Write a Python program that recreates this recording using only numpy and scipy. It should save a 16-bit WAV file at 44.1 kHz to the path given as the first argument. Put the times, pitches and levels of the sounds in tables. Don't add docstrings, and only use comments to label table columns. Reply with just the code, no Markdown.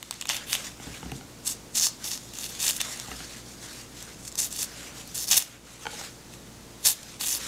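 import sys
import numpy as np
from scipy import signal
from scipy.io import wavfile
from scipy.ndimage import uniform_filter1d

SR = 44100
rng = np.random.default_rng(int(sys.argv[2]) if len(sys.argv) > 2 else 0)


def put_to_file(sound):
    columns = np.atleast_2d(sound).T
    safe = np.clip(columns, -1, 1)
    whole_steps = np.round(safe * 32767)
    wavfile.write(sys.argv[1], SR, whole_steps.astype(np.int16))


def level_to_linear(level):
    exponent = np.asarray(level, float) / 20
    return 10 ** exponent


N = 329684
STEP = 16


def evened(x):
    return x / np.sqrt(np.mean(x ** 2) + 1e-20)


def flutter(smooth_s):
    size = max(round(smooth_s * SR), 2)
    once = uniform_filter1d(rng.standard_normal(N), size)
    return evened(uniform_filter1d(once, size))


def coloured(spectrum, patchy_db):
    frames, hz = N // 256 + 5, np.fft.rfftfreq(1024, 1 / SR)
    real, imaginary, patches = rng.standard_normal((frames, 513, 3)).T
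    patches = evened(uniform_filter1d(uniform_filter1d(patches, 14, 0), 8, 1))
    f, db = np.transpose(spectrum)
    shape_db = np.interp(np.log(hz + 1), np.log(f + 1), db, left=-90, right=-90)[:, None]
    bins = (real + 1j * imaginary) * level_to_linear(shape_db + patchy_db * patches)
    return evened(signal.istft(bins, nperseg=1024, noverlap=768)[1][:N])


def ring(hz, t60, size=4000, rise=1.0):
    t = np.arange(size) / SR
    swell = 1 - np.exp(-t * hz / rise)
    return level_to_linear(-60 * t / t60) * np.sin(2 * np.pi * hz * t) * swell


def add(mix, s, sound):
    part = mix[round(s * SR):][:len(sound)]
    part += sound[:len(part)]


def stroke(start, length, rise_db_per_s, fall_db_per_s):
    t = np.arange(0, N, STEP) / SR - start
    flanks_db = rise_db_per_s * np.minimum(t, 0) - fall_db_per_s * np.maximum(t - length, 0)
    return flanks_db, np.clip(t / length, 0, 1)


def level_of(power):
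    return np.interp(np.arange(N), np.arange(0, N, STEP), np.sqrt(power))


def rips():
    # lowest f/Hz, highest f/Hz, ring/cycles, density/(cracks per s)
    fibres = [
        (520, 2960, 6.3, 1100),
        (2400, 4760, 4.66, 2500),
        (4560, 9250, 6.1, 7000),
        (8950, 12500, 4.6, 8000),
    ]
    # t/s, upper pitch f/Hz, lower pitch f/Hz
    hollow = [(0.3, 6000, 3200), (0.53, 6660, 3180), (1.48, 7500, 4200), (1.77, 6900, 3920),
              (1.86, 6100, 4200), (2.12, 6000, 3500), (2.44, 6600, 3460), (2.7, 7000, 3300),
              (4.4, 7000, 4000), (4.62, 6660, 3500), (5.17, 6900, 4400), (5.26, 5730, 4000),
              (5.35, 6260, 3220), (6.87, 6700, 4040), (7.27, 7160, 3450), (7.36, 5850, 3280)]
    thick_gain, middle_gain, fine_gain = pulls()
    s, *pitches = np.transpose(hollow)
    upper_hz, lower_hz = (np.interp(np.arange(N) / SR, s, hz) for hz in pitches)
    clumps_db = 7.5 * np.tanh(0.36 * flutter(0.001) + 0.19 * flutter(0.004))
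    cups_hz = None, lower_hz, upper_hz, None
    flesh, thick, middle, fine = (cracks(*family, clumps_db, hz) for family, hz in zip(fibres, cups_hz))
    flesh_gain = level_to_linear(-14) * (middle_gain / level_to_linear(-22)) ** 0.097
    return thick_gain * (thick + flesh_gain * flesh) + middle_gain * middle + fine_gain * fine


def pulls():
    # t/s, length/s, pull level/dB, thick fibres relative level/dB, fine fibres relative level/dB
    tugs = [(0.288, 0.043, -28.5, 1.5, -9.5), (0.337, .035, -34, 3, -3), (0.528, 0.033, -29.5, 0.5, -11),
            (1.456, 0.075, -30, -8.5, -8), (1.752, 0.079, -23, -11.5, -10), (1.825, 0.051, -20, -12.5, -10),
            (2.041, 0.079, -34, -9, -3), (2.105, 0.06, -32.5, -9, -10), (2.806, 0.0081, -28, 0.5, -10),
            (4.381, 0.06, -25.5, -12, -9), (4.444, 0.026, -32.5, -6.5, -2), (5.148, .104, -32.5, -10, -4),
            (5.311, 0.062, -19, -4.5, -6), (5.37, 0.014, -18.5, -5, 6), (5.399, 0.027, -29, 0, -4),
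            (6.852, 0.063, -19, -5, -1), (7.206, 0.044, -30.5, -2, -2), (7.252, .12, -28.5, -10.5, -2.5)]
    # t/s, length/s, level at the end/dB, thick fibres relative level/dB, fine relative level/dB
    drags = [
        (0.471, 0.065, -38.5, 5.5, 4),
        (2.337, 0.12, -37, -3, -6.5),
        (2.448, 0.056, -43.5, -4, -3),
        (2.597, 0.099, -24, -6.5, -7.5),
        (2.721, 0.047, -37, -9, -3.5),
        (4.188, 0.095, -43, -14, -13),
        (4.507, 0.126, -32.5, -8.5, -5),
        (5.275, 0.047, -27.5, -12, -1),
        (6.837, 0.028, -52, -11, -2),
    ]
    tug_shape = [0, 0.29, 1], [-4, 0, -8]
    drag_shape = [0, 1], [-9.5, 0]
    finer_db = 4
    thick = middle = fine = 0
    strokes = [(row, tug_shape) for row in tugs] + [(row, drag_shape) for row in drags]
    for (s, length, db, thick_db, fine_db), shape in strokes:
        flanks_db, along = stroke(s, length, rise_db_per_s=1800, fall_db_per_s=700)
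        creak_db, fray_db = -14, -19.5
        loose_db = stroke(s, length, rise_db_per_s=518, fall_db_per_s=166)[0]
        loose_db = loose_db + np.where(along > 0, fray_db, creak_db)
        power = level_to_linear(2 * (db + np.interp(along, *shape) + np.maximum(flanks_db, loose_db)))
        thick = thick + power * level_to_linear(2 * thick_db)
        middle = middle + power
        fine = fine + power * level_to_linear(2 * (fine_db + finer_db * along))
    return level_of(thick), level_of(middle), level_of(fine)


def cracks(low_hz, high_hz, cycles, per_s, clumps_db, cup_hz=None, count=12):
    size = level_to_linear(2.3 * np.minimum(rng.exponential(1, N), 3.5)) * (rng.random(N) < per_s / SR)
    size *= rng.choice([-1., 1.], N) * level_to_linear(clumps_db)
    kind = rng.integers(0, count, N)
    flap_s, flap_db = 0.06, 1
    bands = rng.standard_normal((N // 512 + 1, count))
    bands = evened(uniform_filter1d(bands, round(flap_s * SR / 512), 0))
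    size *= level_to_linear(flap_db * bands)[np.arange(N) // 512, kind]
    pitches = np.geomspace(low_hz, high_hz, count)
    if cup_hz is not None:
        favour = 0.16 + np.exp(-(np.log(pitches[:, None] / cup_hz[::64]) / 0.12) ** 2)
        even_out = 1 / np.sqrt((favour ** 2).mean(0))
        size *= np.repeat(even_out, 64)[:N] * favour[kind, np.arange(N) // 64]
    out = np.zeros(N)
    for k, hz in enumerate(pitches):
        shape = ring(hz, cycles / hz, size=600, rise=1.1)
        out += signal.oaconvolve(size * (kind == k), shape / np.linalg.norm(shape))[:N]
    return evened(out)


def snaps():
    # t/s, peak level/dB, ring f/Hz
    tough_fibres = [(0.028, -12, 3630), (0.1099, -7, 4500), (0.1256, -22, 3100), (0.1407, -24, 7350),
                    (0.212, -13, 6500), (0.2145, -19, 3200), (0.2236, -16, 3140), (0.2551, -17.5, 3100),
                    (0.2714, -17.5, 8610), (1.1177, -24, 3120), (5.076, -29, 9500), (2.3866, -21, 6330),
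                    (2.442, -18.5, 7320), (2.732, -20, 5860), (2.7643, -22, 6120), (2.805, -14, 3600),
                    (2.974, -27, 8500), (2.9989, -17, 5760), (4.026, -24, 7580), (4.2513, -25, 7750),
                    (4.2786, -21.5, 6400), (4.3177, -29, 6200), (4.3245, -28, 6550), (4.3549, -19, 6750),
                    (6.338, -29.5, 3330), (7.0309, -25.5, 8400),
                    (0.2915, -6, 5430), (0.2987, -6.5, 3140), (0.306, -12.5, 3030), (0.324, -23, 4050),
              (0.3661, -13, 7040), (0.53, -6, 4780), (0.5518, -10.5, 3950), (1.4605, -38, 4200),
              (1.5235, -31, 7300), (1.8684, -5.5, 6000), (2.176, -19, 6200), (2.6024, -15.5, 6800),
              (2.6804, -9, 5860), (2.7083, -8, 7670), (2.814, -8, 7700), (4.527, -21, 7840),
              (4.5897, -21, 6150), (4.618, -19, 6400), (4.6445, -19.5, 7200), (5.242, -20.5, 5510),
              (5.2827, -17, 5370), (5.313, -4.5, 6600), (5.3774, -2.5, 6100), (5.393, -7, 6240),
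              (5.4236, -10.5, 6500), (6.8859, -6, 9300), (7.2112, -13, 4800), (7.246, -16, 3650),
              (7.2637, -19, 8100), (7.35, -15, 5300)]
    events = tough_fibres
    out, t = np.zeros(N), np.arange(300) / SR
    puffs = rng.standard_normal((len(events), 300))
    click = ring(7040, 0.00064, size=300) + 0.39 * ring(10600, 0.0005, size=300)
    for (s, db, hz), puff in zip(events, puffs):
        splinters = 0.31 * puff * level_to_linear(-60 * t / 0.0072)
        splinters[0] = 1
        tock = level_to_linear(-5.0 - 2.8 * hz / 1000) * ring(1380, 0.0036, size=300)
        flap = ring(hz, 3.94 / hz, size=300) + 0.86 * click
        snap = np.convolve(flap, splinters)[:300] + tock
        add(out, s, level_to_linear(db) * snap / abs(snap).max())
    return signal.sosfilt(signal.butter(2, 700, "high", fs=SR, output="sos"), out)


def rubs():
    # t/s, length/s, skin level/dB, palm relative level/dB
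    finger_slides = [(0, 0.2, -46.5, -6), (0.371, 0.066, -45.5, 1.5), (0.57, 0.099, -40, -3.5),
                     (0.827, 0.15, -46.5, -1.5), (1.03, 0.075, -55, 1.5), (1.152, 0.015, -50.5, -14),
                     (1.557, 0.035, -56, -5), (1.9, 0.035, -48.5, -3), (2.028, 0.035, -45, -3.5),
                     (2.2, .12, -49.5, -19), (2.528, 0.076, -42.5, -7), (2.768, 0.022, -48, -3),
                     (2.857, 0.083, -37.5, -5), (2.988, 0.27, -44.5, -4), (3.296, 0.1, -47.5, -3.5),
                     (3.485, 0.034, -48.5, -7.5), (3.622, 0.19, -45.5, -6), (3.97, 0.058, -45, -7),
                     (4.09, 0.043, -51, -4.5), (4.694, 0.2, -47, -1.5), (4.975, 0.038, -44, -5.5),
                     (5.094, .05, -48.5, -9), (5.432, 0.12, -50, -0.5), (5.683, 0.075, -48.5, -2.5),
                     (5.82, 0.014, -44, -2), (5.919, .14, -42, -3.5), (6.33, 0.021, -52, -8),
                     (6.962, 0.18, -46.5, -4), (7.415, .1, -36.5, -4)]
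    # f/Hz, level/dB per Hz
    skin_spectrum = [(2500, -20), (3500, 0.5), (4800, 1), (6900, 2.5), (9000, -3.5), (13000, -11.5),
                     (15000, -16.5), (16000, -26)]
    # f/Hz, level/dB per Hz
    palm_spectrum = [(500, 1.5), (900, -1.5), (1600, 3), (3000, 2), (4200, -7)]
    slope, rest_db = 240, -60.5
    skin_power, palm_power = level_to_linear(2 * rest_db), 0
    for s, length, db, palm_db in finger_slides:
        slide = level_to_linear(2 * (db + stroke(s, length, slope, slope)[0]))
        skin_power = skin_power + slide
        palm_power = palm_power + slide * level_to_linear(2 * palm_db)
    grain_db = 1.33 * flutter(0.004) + 1.0 * flutter(0.031)
    skin = level_of(skin_power) * coloured(skin_spectrum, patchy_db=2.5)
    palm = level_of(palm_power) * coloured(palm_spectrum, patchy_db=2.5)
    return level_to_linear(grain_db) * (skin + palm)


def knocks():
    # t/s, peak level/dB, low thump relative level/dB, hard edge relative level/dB, ring
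    board_knocks = [(0.799, -24, -18, -16, 0.33), (0.869, -29.5, -0.5, -23, 0.73),
                    (1.029, -19.5, -12, -15, 0.41), (1.058, -29, -1, -13, 0.62), (1.119, -19, -7.5, -18, 0.45),
                    (1.21, -31, -14, -12, 0.74), (3.083, -21, -15, -25, 0.45), (3.115, -24.5, -11, -8, 0.66),
                    (3.204, -29, -9, -7.5, 0.53), (5.854, -17.5, -30, -14, 0.69), (5.867, -11.5, -29, -10, 0.5),
                    (5.932, -25, -12, -33, 1), (6.011, -28, -13, -17, 0.97)]
    # f/Hz, level/dB, t60/s
    board = [(837, 3, 0.05), (640, -15, 0.0089), (470, -1.5, 0.078)]
    # f/Hz, level/dB, t60/s
    edge = [(1453, 3.5, 0.03), (1940, -15, 0.022), (2250, -1.5, 0.031), (3110, -2, 0.034),
            (4200, 5, 0.0051), (6000, 1, 0.0046)]
    # f/Hz, level/dB, t60/s
    counter = [(59.3, -17.5, 0.4), (133.5, -2, 0.059), (191, -14, 0.165), (254, -4, 0.058),
               (352, -1, 0.013)]
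    out = np.zeros(N)
    spread = rng.uniform(0.866, 1.037, (len(board_knocks), 2))
    shake_decay = level_to_linear(-60 * np.arange(3000) / SR / 0.53)
    shakes = 0.028 * rng.standard_normal((len(board_knocks), 3000)) * shake_decay
    thump = np.zeros(20000)
    for k, (hz, db, t60) in enumerate(counter):
        thump += (-1) ** k * level_to_linear(db) * ring(hz, t60, size=20000, rise=0.21)
    for (s, db, low_db, hard_db, longer), (a, b), shake in zip(board_knocks, spread, shakes):
        soft = sum(level_to_linear(d) * ring(hz * a, t60 * longer) for hz, d, t60 in board)
        hard = sum(level_to_linear(d) * ring(hz * b, t60 * longer) for hz, d, t60 in edge)
        rumble = thump + signal.oaconvolve(thump, shake)[:len(thump)]
        add(out, s, -level_to_linear(db - 12) * soft)
        add(out, s, -level_to_linear(db + hard_db + 3) * hard)
        add(out, s, -level_to_linear(db + low_db - 1.0) * rumble)
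    return out


def fridge():
    # f/Hz, level/dB per Hz
    air = [(20, -20), (45, -6), (90, -11.5), (140, 1), (240, -1), (300, -7), (480, -7), (750, -11.5),
           (1660, -16), (2800, -17.5), (5380, -18), (6540, -16.5), (14300, -28.5), (16000, -30)]
    hum_hz = [58.8, 114.7, 119.9, 229.4, 239.9, 293.4, 344.1, 458.8]
    hum_db = [-57.5, -64.5, -59, -71, -62.5, -61.5, -62, -66]
    t = np.arange(N) / SR
    out = level_to_linear(-48) * coloured(air, patchy_db=0.3)
    for hz, db in zip(hum_hz, hum_db):
        gain = np.sqrt(2) * level_to_linear(db + 0.58 * flutter(0.24))
        out = out + gain * np.sin(2 * np.pi * (hz * t + rng.random()))
    return out


def kitchen(x):
    taps, at = np.zeros(SR // 2), np.arange(200, SR // 2 - 20, 20)
    taps[at + rng.integers(0, 20, len(at))] = rng.choice([-1., 1.], len(at))
    hz, t, z = signal.stft(taps, SR, nperseg=256)
    t60 = np.interp(hz, [500, 12000], [0.35, 0.12])[:, None]
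    tail = signal.istft(z * level_to_linear(-60 * t / t60), SR, nperseg=256)[1]
    tail = level_to_linear(-13.5) * tail / np.linalg.norm(tail)
    tail[0] = 1
    tail[round(0.0011 * SR)] = 0.3
    return signal.oaconvolve(x, tail)[:N]


def scene():
    return (kitchen(rips() + snaps() + knocks()) + rubs() + fridge())[None]


def band_limit(x):
    return signal.sosfilt(signal.butter(12, 16500, fs=SR, output="sos"), x)


def record(dry):
    start = [level_to_linear(-36.5)]
    power = signal.lfilter([1 / 4000], [1, 1 / 4000 - 1], dry[0] ** 2, zi=start)[0]
    recovery_db = np.arange(N) * 13.3 / SR
    held_db = np.maximum.accumulate(10 * np.log10(power + 1e-12) + recovery_db) - recovery_db
    over_db = np.maximum(held_db + 26, 0)
    ducked = dry / level_to_linear(0.74 * uniform_filter1d(over_db, 800))
    low_pass = signal.firwin(255, 15750, window=("kaiser", 9), fs=SR)
    return band_limit(signal.oaconvolve(ducked, low_pass[None], "same"))


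dry = scene()
out = record(dry)
put_to_file(out)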